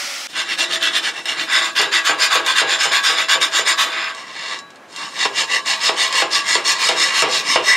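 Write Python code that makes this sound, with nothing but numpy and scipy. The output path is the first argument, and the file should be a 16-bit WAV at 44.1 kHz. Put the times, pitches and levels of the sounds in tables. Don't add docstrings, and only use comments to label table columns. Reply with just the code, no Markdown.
import sys
import numpy as np
from scipy import signal
from scipy.fft import rfft, irfft
from scipy.io import wavfile
from scipy.ndimage import uniform_filter1d

SR = 44100
rng = np.random.default_rng(int(sys.argv[2]) if len(sys.argv) > 2 else 0)


def store_pcm(level_fs):
    pcm = np.round(np.clip(level_fs, -1, 1) * 32767).astype(np.int16)
    wavfile.write(sys.argv[1], SR, np.atleast_2d(pcm).T)


N = 342216
TIME = np.arange(N) / SR
HZ = np.fft.rfftfreq(16384, 1 / SR)
CUT_S = 0.272

# start in seconds, length in seconds, relative level in dB,
# share of the stroke at which it is fastest [0-1].
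STROKES = [(0.326, 0.13, -15.5, 0.5), (0.425, 0.14, -17, 0.65), (0.57, 0.12, -13, 0.34),
           (0.66, 0.14, -16, 0.55), (0.797, 0.13, -13, 0.41), (0.89, 0.13, -14.5, 0.58),
           (0.999, 0.13, -16, 0.54), (1.1, 0.129, -24.5, 0.61), (1.243, 0.14, -17, 0.39),
           (1.348, 0.12, -18.5, 0.48), (1.456, 0.19, -12.0, 0.53), (1.6, 0.13, -15, 0.38),
           (1.748, 0.16, -11.5, 0.31), (1.912, 0.13, -11, 0.29), (2.039, 0.13, -11, 0.3),
           (2.172, 0.15, -10.5, 0.38), (2.298, 0.154, -11.5, 0.24), (2.437, 0.13, -12.0, 0.41),
           (2.546, 0.12, -10, 0.35), (2.645, 0.15, -12.5, 0.5), (2.783, 0.18, -10.5, 0.27),
           (2.909, 0.12, -9, 0.28), (3.025, 0.21, -11, 0.24), (3.162, 0.12, -13, 0.31),
           (3.279, 0.13, -9.5, 0.27), (3.402, 0.11, -8.5, 0.19), (3.503, 0.15, -10.5, 0.46),
           (3.648, 0.12, -8.5, 0.33), (3.772, 0.15, -12, 0.23), (4.914, 0.19, -26.5, 0.6),
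           (5.095, 0.21, -15.5, 0.66), (5.319, 0.15, -14.0, 0.49), (5.467, 0.15, -15, 0.52),
           (5.648, 0.16, -14.0, 0.28), (5.783, 0.17, -12, 0.47), (5.953, 0.17, -12.0, 0.34),
           (6.08, 0.2, -12, 0.53), (6.301, 0.15, -11.0, 0.3), (6.422, 0.21, -12.0, 0.5),
           (6.638, 0.16, -11, 0.3), (6.753, 0.23, -11.5, 0.48), (6.951, 0.24, -12.0, 0.27),
           (7.084, 0.18, -11.0, 0.58), (7.245, 0.2, -13.0, 0.53), (7.41, 0.21, -12.5, 0.53),
           (7.619, 0.2, -12, 0.36)]
GRIP_CHANGES_S = [1.47, 4.14]
# time in seconds, relative blow and rattle levels in dB.
BUMPS = [(.366, -61, -30), (1.068, -39, -31), (1.792, -35, -12), (2.092, -17, -13), (2.349, -70, -13),
         (2.615, -10.5, -12.5), (2.854, -11, -16.5), (3.09, -50, -16.5), (3.35, -12, -17),
         (3.592, -15, -21), (3.835, -21, -22), (5.254, -0.5, -20.5), (5.891, -3, -16), (6.221, -0.5, -15),
         (6.552, -11, -13), (6.891, -13, -11.5), (7.223, -17, -8.5), (7.558, 0, -10.5)]
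# time in seconds, relative level in dB.
SNAGS = [(1.256, -12.5), (1.815, -3.5), (2.463, -6), (3.413, -24), (4.148, -22), (4.589, -21.5),
         (4.704, -34), (4.758, -34.5), (4.962, -18), (5.659, -16), (6.126, -9.5), (6.551, -9), (6.888, -5),
         (7.221, -4.5)]


def amp(db):
    return 10 ** (np.asarray(db) / 20)


def evened(x):
    return x / np.sqrt(np.mean(x ** 2) + 1e-20)


def read(points, hz):
    f, value = np.transpose(points)
    return np.interp(np.log(hz + 1), np.log(f + 1), value)


def add(mix, start_s, sound):
    part = mix[max(round(start_s * SR), 0):][:len(sound)]
    part += sound[:len(part)]


def tilted(x, db_per_octave, pivot_hz=2900):
    hz = np.clip(np.fft.rfftfreq(len(x), 1 / SR), 700, 9000)
    return irfft(rfft(x) * amp(db_per_octave * np.log2(hz / pivot_hz)), len(x))


def split(x, hz):
    dull = signal.sosfiltfilt(signal.butter(1, hz, fs=SR, output="sos"), x)
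    return dull, x - dull


def body(colour, modes):
    peaks = sum(amp(db) ** 2 / (1 + (2 * (HZ - hz) / width_hz) ** 2) for hz, width_hz, db in modes)
    log_gain = np.log(amp(read(colour, HZ)) * np.sqrt(1 + peaks))
    circle = np.concatenate([log_gain, log_gain[-2:0:-1]])
    spectrum = np.exp(np.conj(signal.hilbert(circle)))
    ring = np.fft.ifft(spectrum).real[:len(HZ)]
    return ring / np.linalg.norm(ring)


def hiss(colour):
    gain = amp(read(colour, np.fft.rfftfreq(N, 1 / SR)))
    return evened(irfft(rfft(rng.standard_normal(N)) * gain, N))


def room_noise(level_db=-44):
    # frequency in Hz, relative density in dB per Hz.
    colour = [(30, -58), (65, -17), (130, -5), (250, 3.5), (550, 3), (1100, 2.5), (2400, -4), (3800, -13),
              (7000, -18), (15000, -35)]
    return amp(level_db) * hiss(colour)


def spray(start_db=-25, sag_db_per_s=14, cut_s=0.0017):
    # frequency in Hz, relative density in dB per Hz.
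    colour = [(59, -78), (100, -41), (248, -16.5), (281, -16.5), (487, -22), (564, -8), (640, -16.5),
              (825, -11), (1020, -15.5), (1430, -5), (1590, -12.5), (1960, -4.5), (3850, -10), (5280, -6),
              (15500, -32)]
    gate = np.clip((CUT_S - TIME) / cut_s, 0, 1)
    return amp(start_db - sag_db_per_s * TIME) * gate * hiss(colour)


def garage(x, near_db=-10, near_s=0.0094, tail_db=-11, echoes_per_s=4000):
    # frequency in Hz, time in seconds to fall 60 dB.
    ring_t60 = [(200, 0.75), (700, 0.33), (2000, 0.1), (5000, 0.17), (12000, 0.12)]
    t = TIME[:SR // 2]
    taps = rng.choice([-1., 1.], len(t)) * (rng.random(len(t)) < echoes_per_s / SR) * (t > .001)
    hz, frame_s, z = signal.stft(taps, SR, nperseg=256)
    fade = amp(-60 * frame_s / read(ring_t60, hz)[:, None])
    tail = signal.istft(z * fade, SR, nperseg=256)[1][:len(t)]
    near = taps * np.exp(-t / near_s)
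    echoes = amp(near_db) * near / np.linalg.norm(near) + amp(tail_db) * tail / np.linalg.norm(tail)
    return x + signal.fftconvolve(x, echoes)[:N]


def microphones(mid, balance_db=0.18):
    # frequency in Hz, level of the difference in dB against the sum.
    width = [(60, -15), (300, -26), (700, -17.5), (2800, -15), (5000, -23.5), (12000, -47)]
    hz, knots_hz = np.fft.rfftfreq(N, 1 / SR), np.arange(0, SR / 2, 25)
    phase = np.interp(hz, knots_hz, -np.cumsum(rng.exponential(1, len(knots_hz))))
    side = irfft(rfft(mid) * amp(read(width, hz)) * np.exp(1j * phase), N)
    return np.array([(mid + side) * amp(-balance_db), (mid - side) * amp(balance_db)])


def hub(force):
    # frequency in Hz, time in seconds to fall about 49 dB, relative drive in dB on edge, flat, steep.
    hub_modes = [(655, 0.77, 11.5, 15.5, 9.4), (1130, 0.44, 8, 20.3, 15.6), (1564, 0.23, -3, 9, 1.7),
                 (1651, 1, 8, 23.2, 18.2), (3930, 0.44, 13, 12, 10.7)]
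    grip = np.searchsorted(GRIP_CHANGES_S, TIME)
    out = np.zeros(N)
    for hz, decay_s, *drive_db in hub_modes:
        b, a = signal.iirpeak(hz, hz * decay_s / 1.78, fs=SR)
        out += signal.lfilter(b, a, force * amp(drive_db)[grip])
    return out


def shield(knocks):
    # frequency in Hz, relative density in dB per Hz.
    thud = [(60, -53), (130, -12.5), (230, -16.5), (350, -2.5), (700, -10.5), (1400, -2), (2800, 5.5),
            (5000, -8), (10000, -51)]
    # frequency in Hz, width in Hz, level in dB above the thud colour.
    shield_modes = [(321, 35, 13.5), (343, 5.3, 11), (406, 7, 22.5), (430.5, 6.8, 19.5), (492, 52, 15),
                    (611.4, 4.7, 22.5), (655, 44, 18), (840, 196, 19.5), (1191, 17, 19.5), (1360, 14, 12),
                    (2330, 110, -17), (2700, 170, -8)]
    return signal.oaconvolve(knocks, body(thud, shield_modes))[:N]


def blade(force):
    # frequency in Hz, width in Hz, relative gain in dB, half waves along the stroke.
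    file_modes = [(2463, 91, 10.5, 1.17), (3044, 27, 16, 1.43), (3490, 89, 12, 2.26), (3820, 45, 9.5, 0.97),
                  (4620, 41, 9, 3.1), (5170, 130, 7, 3.44), (7230, 58, 7, 3.24), (12300, 59, -19, 2.2)]
    starts_s = [row[0] for row in STROKES]
    ends = np.arange(len(STROKES)) % 2 + rng.normal(0, 0.26, len(STROKES))
    travel = np.interp(TIME, starts_s, ends)
    out = np.zeros(N)
    for hz, width_hz, db, half_waves in file_modes:
        b, a = signal.iirpeak(hz, hz / width_hz, fs=SR)
        out += amp(db) * signal.lfilter(b, a, force * np.cos(np.pi * half_waves * travel))
    return out


def steel(force):
    # frequency in Hz, relative level in dB on edge, flat, steep.
    contact = np.array([(60.3, -67, -82, -86), (134, -41.5, -47, -31), (292, -30.5, -24.5, -26.5),
                        (476, -31.5, -25.5, -25), (1040, -32.5, -21.5, -28.5), (1484, -28.5, -18, -27.5),
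                        (1730, -34, -11, -19.5), (3690, -17, -14.5, -12.5), (5040, -27, -12.5, -18.5),
                        (5860, -27, -23.5, -22), (6980, -34, -30.5, -19), (8820, -35, -28, -34.5),
                        (10060, -41.5, -35.5, -36.5), (14400, -57, -51.5, -51.5)])
    # frequency in Hz, width in Hz, dB above the colour on edge, flat, steep.
    modes = np.array([(333.7, 13, 17, 14, 7.5), (695, 4.4, 2, 6, 10), (848, 82, 9.5, 15, 10.5),
                      (911, 29, 13, 17, 22), (1050, 4.8, 8, 21, 33), (1034, 8.2, 18, 25, -7.5),
                      (1146.8, 7.3, 6, 20, 30), (1220, 198, 12, 15, 13.5), (1515, 50, 15, 15, -2),
                      (1570, 30, 19, 16, 13.5), (1672, 8.4, 27.5, 2, 17.5), (1757, 77, 20, 5, 11.5),
                      (1814, 18, 26.5, 9, 13), (1947, 83, 21, 10, 14.5), (2218, 49, 15, 6.5, 10),
                      (2443, 41, -9, 8, -7), (2677, 26, 13, 11, 5), (2763, 42, 15.5, 7, 10.5),
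                      (3067, 40, 13, 7.5, -21), (3570, 59, -1, -4, -25), (3510, 148, 4.5, 14, -30),
                      (3752, 56, 5, 13, 5.5), (3850, 38, 1, -41, 8.5), (4317, 81, 7, -29, 8.5),
                      (5350, 300, 6, -22, 9), (6670, 420, 2, 11, -18), (7117, 52, 14.5, 23.5, 7.5),
                      (8615, 385, 3.5, 5, 10.5), (11640, 116, 2, 7, -16), (12940, 160, 4, 15, 8)])
    grip = np.searchsorted(GRIP_CHANGES_S, TIME)
    out = np.zeros(N)
    for k in range(len(GRIP_CHANGES_S) + 1):
        ring = body(contact[:, [0, k + 1]], modes[:, [0, 1, k + 2]])
        out += signal.oaconvolve(force * (grip == k), ring)[:N]
    return out


def grit(snaps_per_s, spread_db, smooth, judder_db):
    sizes = amp(spread_db * np.minimum(rng.exponential(1, N), 3.5)) * rng.choice([-1, 1], N)
    snaps = evened(sizes * (rng.random(N) < snaps_per_s / SR))
    judder_band = signal.butter(2, [25, 260], "band", fs=SR, output="sos")
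    judder = evened(signal.sosfilt(judder_band, rng.standard_normal(N)))
    return evened((snaps + smooth * rng.standard_normal(N)) * amp(judder_db * judder))


def bumps(blow_s=0.00402, rattle_s=0.058, rise_s=0.0011, crunch_db=-6, push_db=-9, push_s=0.00037):
    crunch, push, t = np.zeros(N), np.zeros(N), TIME[:SR // 3]
    for s, blow_db, rattle_db in BUMPS:
        shape = amp(blow_db) * np.exp(-t / blow_s) + amp(rattle_db) * np.exp(-t / rattle_s)
        add(crunch, s, shape * (1 - np.exp(-t / rise_s)))
        add(push, s + blow_s, amp(blow_db) * (1 - t / push_s) * np.exp(-t / push_s))
    grains = grit(snaps_per_s=2500, spread_db=2.2, smooth=0.79, judder_db=0.0)
    return amp(push_db) * push + amp(crunch_db) * crunch * grains


def snags(decay_s=0.0033):
    force, t = np.zeros(N), TIME[:SR // 20]
    for s, db in SNAGS:
        add(force, s, amp(db) * np.exp(-t / decay_s))
    return force * tilted(rng.standard_normal(N), db_per_octave=5.0)


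def chatter(wander=0.156):
    # start in seconds, length in seconds, relative level in dB, first and last frequency in Hz.
    runs = [(3.891, .23, -26.5, 1970, 2507), (7.656, 0.15, -16, 1742, 2352)]
    force = np.zeros(N)
    for s, length_s, db, first_hz, last_hz in runs:
        count = round(length_s * SR)
        unsteady = evened(uniform_filter1d(rng.standard_normal(N), size=40))[:count]
        rate_hz = np.linspace(first_hz, last_hz, count) * (1 + wander * unsteady)
        turns = np.cumsum(rate_hz) / SR
        add(force, s, amp(db) * np.sin(2 * np.pi * turns) * signal.windows.tukey(count, .5))
    return force


def drag(bright_db=-4):
    # time in seconds, relative level in dB.
    level = [(3.87, -24), (3.941, -18.5), (4.1, -19.5), (4.134, -29.5), (4.199, -24), (4.25, -31),
             (4.39, -24), (4.53, -18.5), (4.595, -29.5), (4.62, -54)]
    s, db = np.transpose(level)
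    grains = grit(snaps_per_s=2500, spread_db=3.5, smooth=0.65, judder_db=1.5)
    dull = signal.sosfiltfilt(signal.butter(2, 3400, fs=SR, output="sos"), grains)
    gain = amp(np.interp(TIME, s, db, left=-np.inf, right=-np.inf))
    return gain * (dull + amp(bright_db) * (grains - dull))


def checks(skip_db=-9, skip_s=0.0058, stop_db=-9, stop_s=0.029):
    db, t = np.zeros(N), TIME[:SR // 8]
    for s, _ in SNAGS:
        add(db, s - t[-1], skip_db * np.exp(-t[::-1] / skip_s))
    for s, blow_db, _ in BUMPS:
        add(db, s, stop_db * np.sqrt(amp(blow_db)) * t / stop_s * np.exp(1 - t / stop_s))
    return amp(db)


def recoloured(x, spread_db=2.5, patch_hz=260):
    hz, knots = np.fft.rfftfreq(len(x), 1 / SR), rng.standard_normal(size=200)
    gain_db = spread_db * np.interp(hz / patch_hz, np.arange(len(knots)), knots)
    return irfft(rfft(x) * amp(gain_db), len(x))


def strokes(dull_power=1.0, bright_power=2.94, level_db=2, rest_db=-35, tooth_hz=900, tooth_depth=0.28):
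    ordinary_db, tilt_db_per_octave, extra_tilt_per_db = -13, 1.23, 0.3881
    teeth = grit(snaps_per_s=3000, spread_db=0.23, smooth=0.63, judder_db=1.0)
    force, touching = np.zeros(N), np.zeros(N)
    for s, length_s, db, fastest in STROKES:
        along = np.linspace(0, 1, round(length_s * SR))
        skew = np.log(.5) / np.log(np.clip(fastest, .1, .9))
        speed = abs(np.sin(np.pi * along ** skew))
        passing = 1 + tooth_depth * np.cos(2 * np.pi * np.cumsum(tooth_hz * np.sqrt(speed)) / SR)
        grains = passing * np.take(teeth, round(s * SR) + np.arange(len(along)), mode="wrap")
        tilt = tilt_db_per_octave + extra_tilt_per_db * (db - ordinary_db)
        dull, sharp = split(tilted(recoloured(grains), tilt), hz=1850)
        add(force, s, amp(db + level_db) * (dull * speed ** dull_power + sharp * speed ** bright_power))
        add(touching, s, np.ones(len(along)))
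    touching = np.minimum(touching + (TIME < STROKES[0][0]), 1)
    touching = uniform_filter1d(touching, size=SR // 12)
    return force * checks() + amp(rest_db) * touching * tilted(teeth, db_per_octave=5.0)


def scene():
    knocks = bumps()
    force = strokes() + drag() + chatter() + snags() + amp(-13.5) * split(knocks, hz=4000)[0]
    scrape = amp(-6.0) * steel(force) + amp(-9.0) * blade(force)
    filing = garage(scrape + shield(knocks)) + amp(-2.5) * hub(force) + room_noise()
    fade_in = np.clip((TIME - CUT_S) / .03, 0, 1)
    return microphones(filing * fade_in + spray())


def record(dry):
    bass_cut = signal.butter(2, 45, "high", fs=SR, output="sos")
    clipped = signal.sosfilt(bass_cut, np.clip(dry, -1, 1))
    band_limit = signal.firwin(511, 15750, window=("kaiser", 9), fs=SR)
    return signal.oaconvolve(clipped, band_limit[None], "same")


dry = scene()
out = record(dry)
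store_pcm(out)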